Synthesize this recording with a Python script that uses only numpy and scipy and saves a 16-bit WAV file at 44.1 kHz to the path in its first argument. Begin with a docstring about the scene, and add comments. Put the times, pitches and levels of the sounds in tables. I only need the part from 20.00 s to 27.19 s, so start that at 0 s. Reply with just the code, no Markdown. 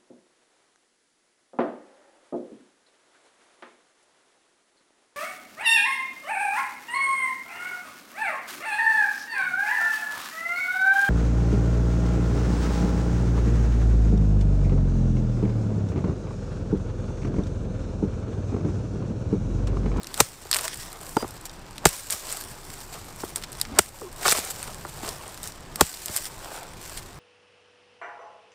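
"""A light low wind rumbles over a faint hiss and dry grass rustles: shaped noise and crackle follow level tables.
Husk fibres and straws snap throughout as short noise bursts, while a long knife chops a green coconut
held on the grass: each of four hard blows is a swish, a tearing burst, ringing nut modes and a ground thump.
Between them come prying and turning: the nut knocks, the steel rings, the wedged blade creaks.
A small close microphone with a bright resonance, gain control and overload picks it up."""
import sys
import numpy as np
from scipy import signal
from scipy.io import wavfile

SR = 44100
rng = np.random.default_rng(int(sys.argv[2]) if len(sys.argv) > 2 else 0)


def master(y):
    """Save y as 16-bit WAV."""
    cut = np.clip(np.atleast_2d(y).T, -1, 1)
    pcm = np.round(cut * 32767)  # scale
    wavfile.write(sys.argv[1], SR, pcm.astype(np.int16))


N = 317079


def amp(db):
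    """Decibels to gain."""
    return 10 ** (np.asarray(db) / 20)


def rms_one(x):
    """Scale to unit power."""
    return x / np.sqrt(np.mean(x ** 2) + 1e-20)


def in_time(rows):
    """Table columns joined by straight lines, one value a sample."""
    s, *columns = np.transpose(rows)
    return [np.interp(np.arange(N) / SR, s, c) for c in columns]


def band(x, low_hz, high_hz):
    """Butterworth band-pass."""
    sos = signal.butter(2, [low_hz, min(high_hz, SR * .45)], "band", fs=SR, output="sos")
    return signal.sosfilt(sos, x)


def drift(rate_hz):
    """Slow random wander of spread 1: noise through a double one-pole low-pass."""
    r = np.exp(-2 * np.pi * rate_hz / SR)
    noise = rng.standard_normal(N + SR)
    return rms_one(signal.lfilter([1], [1, -2 * r, r * r], noise)[SR:])   # first second settles


def ring(x, hz, t60_s):
    """Two-pole resonator: a unit click sets a sine of about height 1 ringing."""
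    r, w = amp(-60 / (t60_s * SR)), 2 * np.pi * hz / SR
    return signal.lfilter([0, np.sin(w)], [1, -2 * r * np.cos(w), r * r], x)


def coloured(source, spectrum, flicker_db):
    """Quarter-octave bands, fed in turn by two draws of the source, each with a level and flicker; rms 1."""
    hz, db = np.transpose(spectrum)
    edges_hz = hz[0] * 2 ** np.arange(0, np.log2(hz[-1] / hz[0]) + .3, 1 / 4)
    draws = [source(), source()]
    wander = [drift(13.6), drift(7.8), drift(6.6)]
    out = 0
    for k, (low, high) in enumerate(zip(edges_hz, edges_hz[1:])):
        level_db = np.interp(np.log(low * high) / 2, np.log(hz), db)
        out = out + amp(level_db + flicker_db * wander[k % 3]) * band(draws[k % 2], low, high)
    return rms_one(out)


def add(out, piece, s):
    """Mix a short piece in at time s."""
    i = max(round(s * SR), 0)
    out[i:i + len(piece)] += piece[:len(out) - i]


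# Low wind rumble on the microphone, drifting and dipping in level. Each row: time in seconds, level in dB.
WIND_RUMBLE = [(0.0, -48), (0.4, -53), (1.36, -48.5), (2.3, -52.5), (3.68, -47), (3.83, -49.5),
               (4.58, -46.5), (5.73, -50), (5.83, -55.5), (7.19, -46.5)]
# Spectrum of the outdoor hiss. Each row: frequency in Hz, relative density in dB per Hz.
AIR_SPECTRUM = [(12, -29), (20, 15), (106, -17.5), (274, -4), (333, -1), (535, -8), (908, -5),
                (3010, -20.5), (6560, -27), (8660, -82), (10500, -45), (13900, -51), (15600, -47)]
AIR_DB = -47.5


def air():
    """Outdoor hiss as shaped noise; wind on the microphone port as lumpy low noise."""
    white = lambda: rng.standard_normal(N)
    hiss = amp(AIR_DB) * coloured(white, AIR_SPECTRUM, flicker_db=-0.86)
    lumps = amp(2.0 * drift(9.2))
    upper = rms_one(band(white(), 61, 168))
    lower = amp(-4.0) * amp(1.8 * drift(5.6)) * rms_one(band(white(), 16, 36.0))
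    return hiss + amp(in_time(WIND_RUMBLE)[0]) * lumps * (upper + lower)


# Shoves of nut, blade or husk piece through the grass. Each row: peak in seconds, seconds to swell by 20 dB,
# seconds to fade by 20 dB (anything below 0.005 counts as 0.005: an abrupt start or stop),
# straw hiss in dB, leaf scratch in dB, husk scuff in dB.
RUBS = [(0.199, 0.07, 0.18, -34, -37.5, -46), (0.40, 0.25, 0.8, -48.5, -51.5, -50),
        (0.54, 0.01, 0.13, -30, -38, -35), (0.651, 0.11, 0.06, -33.5, -39, -37),
        (0.745, 0.38, -0.03, -48, -39.5, -54), (0.838, 0.3, .1, -43.5, -44.5, -58),
        (0.934, -0.3, -0.2, -48, -56, -50), (1.115, 0.3, 0.2, -43, -57, -50.5),
        (1.2, 0.2, 0.25, -46.5, -51, -49), (1.458, .025, 0.02, -38.5, -41.5, -46),
        (1.866, -0.0274, 0.0423, -17.5, -20.5, -25), (1.928, 0.07, 0.2, -32.5, -37, -40.5),
        (2.103, 0, 0.07, -32, -31, -38), (2.126, .03, .08, -26.5, -34, -36),
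        (2.323, 0.34, 0.23, -37, -41, -41.5), (2.778, 0.7, 0.54, -47, -52.5, -54),
        (2.944, .07, .09, -46, -46.5, -42), (3.085, 0.05, 0.13, -48, -50, -48),
        (3.22, 0.1, 0.2, -46, -52, -47.5), (3.305, 0.14, -0.03, -44, -52, -46.5),
        (3.365, .03, 0.13, -43.5, -48, -43.5), (3.437, -0.1, 0.02, -44, -34.5, -47),
        (3.524, -0.5, 0.5, -50.5, -52, -60), (3.62, 0, .12, -53, -53, -51),
        (3.75, 0.15, 0.3, -57, -48, -47.5), (3.819, 0, 0.16, -38.5, -52, -55),
        (3.97, 0.2, 0.3, -46, -51.5, -62), (4.232, 0.12, 0.08, -39, -44, -35.5),
        (4.26, 0.0246, 0.1863, -26.5, -24, -24), (4.326, 0.09, 0, -19.5, -24.5, -38),
        (4.366, 0.1, 0.17, -26, -28.5, -30), (4.516, 0.02, -0.03, -28.5, -37.5, -47),
        (4.64, 0.66, 0.35, -44, -46.5, -45), (4.985, 0.5, 0, -48, -54, -49),
        (5.035, 0.06, 0.17, -41, -43, -42), (5.087, 0.23, 0.2, -44, -47, -43),
        (5.3, 0.37, .1, -49, -54, -46), (5.48, 0.35, 0.1, -46, -49, -48),
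        (5.821, .012, 0.0237, -23, -23.5, -28), (5.87, 0.12, .5, -36, -39.5, -50),
        (6.058, 0, 0.34, -46, -48, -43), (6.165, .07, 0.0438, -28, -34, -35.5),
        (6.262, 0.18, 0.03, -38, -43, -48.5), (6.45, 0.4, 0.3, -54, -61, -45.5),
        (6.563, 0.36, 0.13, -46, -49.5, -40.5), (6.86, 0.13, 0.36, -45, -47.5, -50),
        (6.981, 0.03, .03, -39.5, -40, -47)]
# Floor when nothing moves: straw hiss, leaf scratch, husk scuff, all in dB.
STILL_DB = (-62, -56, -53)


def rubbing():
    """Levels in dB of straw hiss, leaf scratch and husk scuff: each shove swells and fades; powers add."""
    t = np.arange(N) / SR
    power = amp(np.array(STILL_DB))[:, None] ** 2
    for s, swell_s, fade_s, *levels_db in RUBS:
        before, after = (s - t) / max(swell_s, .005), (t - s) / max(fade_s, .005)
        shape = amp(-20 * np.where(t < s, before, after))
        power = power + (amp(levels_db)[:, None] * shape) ** 2
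    return 10 * np.log10(power)


def random_clicks(per_s, size_db, largest):
    """Clicks of random sign at random times; size_db scales an exponential draw capped at largest."""
    born = rng.random(N) < per_s / SR
    sizes = amp(size_db * np.minimum(rng.exponential(1, N), largest))
    return born * sizes * rng.choice([-1, 1], N)


def crackle(per_s, size_db):
    """Dense uneven clicks of dry straw on a bed of friction noise, coming in clumps."""
    clumped_per_s = per_s * amp(5 * drift(25))
    return rms_one(random_clicks(clumped_per_s, size_db, largest=5)) + 0.92 * rng.standard_normal(N)


# Straw and leaf rustle with microphone colour. Each row: frequency in Hz, relative density in dB per Hz.
BRIGHT_SPECTRUM = [(880, -26), (1500, -1.5), (1900, -2.5), (2860, -4.5), (3840, -4.5), (5250, -3),
                   (6450, -9), (8480, -1.5), (9260, -7.5), (10000, -14), (11700, -15), (13700, -7.5),
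                   (15600, -13.5)]
# Husk scuff. Each row: frequency in Hz, relative density in dB per Hz.
DULL_SPECTRUM = [(200, -34), (400, -3.5), (700, -1), (1200, -3.5), (2000, -13.5), (3200, -13.5),
                 (5000, -25.5)]
SPLIT_HZ = 6700   # straw hiss above, leaf scratch below


def rustle(straw_db, leaf_db, husk_db):
    """Grass and loose husk rub: all bands swell together in short scuffs, single straws tick."""
    scuffs = amp(1.34 * drift(80))
    ticks = random_clicks(70, size_db=4, largest=3)
    bright = coloured(lambda: crackle(1500, size_db=4.0) + amp(21) * ticks, BRIGHT_SPECTRUM, flicker_db=1.3)
    straw, leaf = (rms_one(signal.sosfilt(signal.butter(4, SPLIT_HZ, side, fs=SR, output="sos"), bright))
                   for side in ("high", "low"))
    husk = coloured(lambda: crackle(700, size_db=4.5), DULL_SPECTRUM, flicker_db=3.0)
    return scuffs * (amp(straw_db) * straw + amp(leaf_db) * leaf + amp(husk_db) * husk)


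# Clearest fibres and straws snapping. Each row: start in seconds, peaks of bright, middle, dull part in dB.
SNAPS = [(0.0322, -27, -29, -45), (0.0442, -32, -29.5, -33), (0.0705, -24, -24, -30.5),
         (0.1425, -15.5, -18.5, -26.5), (0.1773, -22, -33, -26.5), (0.5136, -4.5, -7, -12),
         (0.5292, -11.5, -5, -8), (0.5381, -13.5, -10, -15), (0.545, -7, -10, -10.5),
         (0.5487, -23, -22, -21), (0.5555, -22, -36, -29), (0.56, -21, -29, -14), (0.5653, -8, -18, -15),
         (0.5692, -11, -23, -25), (0.5872, -12, -14, -17), (0.5926, -20, -21, -16), (0.6101, -17, -34, -26),
         (0.6536, -19, -28, -25), (0.68, -18, -19, -18), (0.7732, -24, -37, -43), (0.929, -24, -43, -36),
         (1.1688, -23, -22, -18), (1.308, -28.5, -34, -46), (1.4118, -30.5, -45, -45),
         (1.4549, -21, -26, -31), (1.4955, -38, -28, -41), (1.7095, -36, -41, -46),
         (1.781, -26.5, -25, -25), (1.8915, -10, -32, -31), (2.1012, -20, -17, -23), (2.106, -7, -35, -25),
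         (2.1233, -13, -22, -21), (2.291, -23, -27, -32), (2.3257, -15, -36, -29), (2.371, -22, -30.5, -34),
         (2.4387, -24, -31, -37.5), (2.7022, -32, -32, -31), (2.739, -27, -36, -34),
         (3.0518, -33.5, -45, -47), (3.161, -30, -44, -46), (3.3595, -11, -21, -25.5),
         (3.381, -27, -28, -40.5), (3.4245, -30, -30, -30), (3.5193, -28, -44, -50),
         (3.529, -22.5, -33, -37), (3.6001, -24, -30, -29), (3.614, -6, -11, -19.5), (3.652, -40, -28, -22),
         (3.9878, -29, -34, -39.5), (4.128, -30.5, -37, -40), (4.2317, -22, -30, -21), (4.2805, -9, -9, -9),
         (4.2883, -7.5, -6, -19), (4.3128, -5.5, -4.5, -20), (4.3242, -4.5, -23, -5.5),
         (4.3294, -4, -24, -20), (4.3711, -15, -26, -23), (4.3911, -10, -17, -30), (4.4497, -13, -34, -34),
         (4.508, -13, -25, -38), (4.6287, -21.5, -42, -24), (4.6766, -28, -28, -28),
         (4.7455, -25, -33.5, -36), (4.991, -34, -33, -42), (5.061, -30, -30, -34), (5.078, -25, -26, -37),
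         (5.0903, -19, -17.5, -36), (5.2794, -28, -37, -46), (5.376, -30, -32.5, -35),
         (5.4317, -18.5, -27.5, -45), (5.4397, -21, -27, -39), (5.4745, -20.5, -27.5, -34),
         (5.7583, -15.5, -20, -23.5), (5.941, -25, -23.5, -27), (6.0589, -10.5, -21.5, -34),
         (6.0828, -18.5, -19, -25), (6.1635, -8, -18.5, -17.5), (6.172, -10, -16.5, -30),
         (6.2548, -21, -23.5, -28), (6.4461, -28, -28, -44.5), (6.736, -34, -49, -37),
         (6.8143, -28.5, -34, -37.5), (6.9752, -22, -27, -41)]
SNAP_T60_S = 0.0074
SNAP_BANDS_HZ = [(7160, 12740), (3330, 5600), (1140, 3500)]   # bright, middle, dull
# Small straws: base level of bright, middle, dull with straw hiss at QUIET_HISS_DB; share of its swing in dB.
SMALL_COUNT, SMALL_BASE_DB, SMALL_SPREAD_DB = 220, (-40, -44, -51), 3.2
SMALL_FOLLOWS, QUIET_HISS_DB = 0.66, -50


def snaps(straw_db):
    """Each snap is a click and a fast-dying noise burst in three bands; small ones follow the straw hiss."""
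    out, t = np.zeros(N), np.arange(SR // 25) / SR
    where = rng.random(SMALL_COUNT)   # as a share of the scene
    size = np.minimum(rng.exponential(1, (SMALL_COUNT, 1)), 3)
    colour = rng.standard_normal((SMALL_COUNT, 3))
    swing_db = straw_db[(where * N).astype(int), None] - QUIET_HISS_DB
    small_db = SMALL_FOLLOWS * swing_db + SMALL_BASE_DB + SMALL_SPREAD_DB * (size + colour)
    rows = SNAPS + list(np.column_stack([where * N / SR, small_db]))
    noise = rng.standard_normal((len(rows), 3, len(t)))
    decay = amp(-60 * t / SNAP_T60_S) + amp(-14.5) * np.exp(-t / 0.0077)   # burst and weak tail
    for k, (low, high) in enumerate(SNAP_BANDS_HZ):
        parts = band(5.9 * (t == 0) + decay * noise[:, k], low, high)
        for row, part in zip(rows, parts):
            add(out, amp(row[k + 1]) * part / np.abs(part).max(), row[0])
    return out


ECHO_S, ECHO_DB = 0.00351, -12   # bounce off the ground and the crouching body


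def blows(times_s, levels_db, tilts_db, contacts_s, dampings, modes):
    """A click with a ragged contact behind it rings the modes; the place struck tilts their strengths."""
    out, t = np.zeros(N), np.arange(SR // 4) / SR
    chance = rng.standard_normal((len(times_s), len(modes)))
    grit = rng.standard_normal((len(times_s), len(t)))
    rows = zip(times_s, levels_db, tilts_db, contacts_s, dampings, chance, grit)
    for s, db, tilt_db, contact_s, damping, luck, rough in rows:
        push = (t == 0) + 0.039 * rough * np.exp(-(t / max(contact_s, .0005)) ** 2)
        sound = np.zeros(len(t))
        for k, (hz, mode_db, t60_s) in enumerate(modes):
            octaves = np.log2(hz / modes[1][0])   # tilt pivots on the second mode
            gain = (-1) ** k * amp(mode_db + tilt_db * octaves + 1.5 * luck[k])
            sound += gain * ring(push, hz, t60_s / max(damping, .5))
        sound = band(sound, modes[0][0] / 2, 6000)   # a small body sends out nothing far below its first mode
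        add(sound, amp(ECHO_DB) * sound.copy(), ECHO_S)
        add(out, amp(db) * sound / np.abs(sound).max(), s)
    return out


# Modes of the nut. Each row: frequency in Hz, level in dB, t60 in seconds at damping 1.
NUT_MODES = [(271, 2, 0.016), (372, 2, 0.036), (445, -2, 0.052), (576, -6, 0.041), (767, 6, 0.012),
             (1003, 5, 0.012), (1205, 3, 0.015), (1394, 0.5, 0.016), (1824, -1.5, 0.0045),
             (2320, -20, 0.021)]
# Modes of the ground. Each row: frequency in Hz, level in dB, t60 in seconds at damping 1.
GROUND_MODES = [(72, -2, .1), (110, -2, .07), (145, 0, .065), (200, -3, .05)]
# Hard chops. Each row: start in seconds, crack in dB, body in dB, body tilt in dB/octave,
# damping (divides t60), ground thump in dB, swish in dB, low whoosh in dB, cut length in seconds,
# delay of the deepest bite in seconds.
CHOPS = [(0.202, -8, -2, 1, 1.84, -18.5, -28.5, -51, 0.006, 0.0023),
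         (1.8535, -10.5, 0.5, 2, 2.2, -9, -32.5, -52, 0.0053, 0.0025),
         (3.787, -8.5, 2, 5.5, 2.4, -20.5, -28, -38, 0.0036, 0.003676),
         (5.809, -8.5, 1, -2, 1.38, -13.5, -28.5, -50, 0.0048, 0.0013)]
THUMP_DELAY_S, THUMP_CONTACT_S, THUMP_DAMPING = 0.0065, 0.011, 1.3   # a low ground thump follows just after each chop


def chops():
    """The blade swishes in, tears through the husk for a few ms, the nut rings and then the ground thumps."""
    (starts_s, cracks_db, bodies_db, tilts_db, dampings, thumps_db,
     swishes_db, whooshes_db, cuts_s, bites_s) = np.transpose(CHOPS)
    one = np.ones(len(starts_s))
    body = blows(starts_s + bites_s, bodies_db, tilts_db, cuts_s, dampings, NUT_MODES)
    thump = blows(starts_s + THUMP_DELAY_S, thumps_db, 0 * one, THUMP_CONTACT_S * one,
                  THUMP_DAMPING * one, GROUND_MODES)
    t = np.arange(SR // 5) / SR
    to_hit_s = t[::-1]
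    tearing, swish, whoosh = np.zeros((3, N))
    rows = zip(starts_s, cracks_db, swishes_db, whooshes_db, cuts_s, bites_s)
    for s, crack_db, swish_db, whoosh_db, cut_s, bite_s in rows:
        cut = np.exp(-((t - bite_s) / np.where(t < bite_s, bite_s, cut_s)) ** 2)   # grows to the deepest bite
        settling = amp(-16.5) * np.exp(-t / 0.029)   # fibres trail behind
        add(tearing, amp(crack_db) * (cut + settling), s)
        add(swish, amp(swish_db) * np.exp(-to_hit_s / 0.015), s - t[-1])   # swells as the blade speeds up
        sweep = np.exp(-((to_hit_s - .06) / 0.055) ** 2)   # the arm's sweep comes first
        add(whoosh, amp(whoosh_db) * sweep, s - t[-1])
    noise = rng.standard_normal((3, N))
    crack = tearing * amp(0.83 * drift(900)) * rms_one(band(noise[0], 680, 12500))
    swish = swish * rms_one(band(noise[1], 500, 1290))
    whoosh = whoosh * rms_one(band(noise[2], 200, 302))
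    return body + thump + crack + swish + whoosh


# Knocks on the nut, some dull, some bright. Each row: start in seconds, peak in dB, tilt in dB/octave,
# contact length in seconds, damping (divides t60; below 0.5 counts as 0.5; lower rings longer),
# ground thump in dB.
KNOCKS = [(0.455, -29.5, -1, 0.00099, 2.5, -44), (1.1674, -5, -3.5, 0.0078, 1.4, -55),
          (1.227, -17, -3.5, 0.01, 2.5, -49), (1.244, -22.5, -2.5, 0.0024, 1.2, -35),
          (2.137, -28.5, 4, 0.0018, 1.4, -34), (3.235, -20.5, -2, 0.0011, 1.45, -42),
          (3.729, -51, -9, 0.002, 2.9, -27), (4.016, -25, -2.5, 0.002, 0.79, -40),
          (4.2535, -9, 10.5, 0.0085, 0.43, -39), (4.259, -8.5, 8, 0.0015, 1.5, -46),
          (4.282, -11.5, 5, 0.00087, 1.5, -54), (4.323, -12.5, -2, 0.0032, 2.6, -37),
          (4.384, -19, -6, 0.0012, 1.7, -36), (4.679, -30.5, 3, 0.0021, 1.6, -50),
          (4.8495, -22, 5.5, 0.0024, 0.44, -42), (5.031, -23.5, 0, 0.0064, 0.93, -42),
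          (6.092, -30, -2, 0.0033, 0.62, -30)]


def knocks():
    """Lighter blows ring the nut; some of the push goes on into the ground."""
    s, peak_db, tilt_db, contact_s, damping, thump_db = np.transpose(KNOCKS)
    nut = blows(s, peak_db, tilt_db, contact_s, damping, NUT_MODES)
    ground = blows(s, thump_db, 0 * s, contact_s, damping, GROUND_MODES)
    return nut + ground


# Steel rings free after a glancing tap until it touches again. Each row: start in seconds, stop in seconds,
# frequency in Hz, level in dB, t60 in seconds.
BLADE_RINGS = [(1.168, 1.242, 4834, -38, 1.0), (6.254, 6.30, 9500, -38, .12), (6.254, 6.31, 12050, -42, .2)]


def blade():
    """Each glancing tap leaves a mode of the steel ringing, a decaying sine, until a touch damps it."""
    out, t = np.zeros(N), np.arange(SR // 10) / SR
    for start_s, stop_s, hz, db, t60_s in BLADE_RINGS:
        on = np.clip(t / .006, 0, 1) * np.clip((stop_s - start_s - t) / .008, 0, 1)
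        add(out, on * amp(db - 60 * t / t60_s) * np.sin(2 * np.pi * hz * t), start_s)
    return out


# The wedged blade slips in the wet husk. Each row: time in seconds, pitch in Hz, first partial in dB,
# third partial in dB.
CREAK = [(4.002, 570, -55, -70), (4.014, 520, -40, -62), (4.026, 470, -38, -62), (4.038, 410, -33, -60),
         (4.058, 362, -37, -50), (4.074, 355, -40, -46), (4.092, 395, -52, -60)]


def creak():
    """Stick-slip of the levered blade: a short, unsteady tone, mostly falling, with its third partial."""
    hz, first_db, third_db = in_time(CREAK)
    t = np.arange(N) / SR
    phase = 2 * np.pi * np.cumsum(hz * (1 + .03 * drift(120))) / SR
    fade = np.clip(np.minimum(t - CREAK[0][0], CREAK[-1][0] - t) / .01, 0, 1)
    on = fade * amp(1.5 * drift(60))
    return on * np.sqrt(2) * (amp(first_db) * np.sin(phase) + amp(third_db) * np.sin(3 * phase))


# Microphone port resonance: centre in Hz, width in Hz, gain in dB.
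MIC_PEAK = (8300, 2000, 7)
# Notch above it: centre in Hz, width in Hz, gain in dB.
MIC_DIP = (10700, 1800, -9)


def scene():
    """Everything arrives at one close microphone; chops and snaps get the colour of its port."""
    rub_db = rubbing()
    hits = chops() + snaps(rub_db[0])
    for hz, width_hz, db in (MIC_PEAK, MIC_DIP):
        resonance = signal.lfilter(*signal.iirpeak(hz, hz / width_hz, fs=SR), hits)
        hits = hits + (amp(db) - 1) * resonance
    return (hits + knocks() + rustle(*rub_db) + creak() + blade() + air())[None]


CUTOFF_HZ = 15750
DUCK_ABOVE_DB, DUCK_SLOPE, ATTACK_S, HOLD_FALL_DB_PER_S = -8, 0.47, 0.0031, 25


def record(dry):
    """Loud blows pull the gain down and it climbs back; peaks clip; the top is cut."""
    level_db = 20 * np.log10(np.abs(dry) + 1e-6)
    ramp_db = HOLD_FALL_DB_PER_S * np.arange(N) / SR
    held_db = np.maximum.accumulate(level_db + ramp_db, axis=1) - ramp_db   # peak hold, falling steadily
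    r = np.exp(-1 / (ATTACK_S * SR))
    duck_db = signal.lfilter([1 - r], [1, -r], DUCK_SLOPE * np.maximum(held_db - DUCK_ABOVE_DB, 0))
    wet = np.clip(dry * amp(-duck_db), -1, 1)
    top_cut = signal.cheby2(12, 40, CUTOFF_HZ + 250, fs=SR, output="sos")
    return np.clip(signal.sosfilt(top_cut, wet), -1, 1)


dry = scene()
out = record(dry)
master(out)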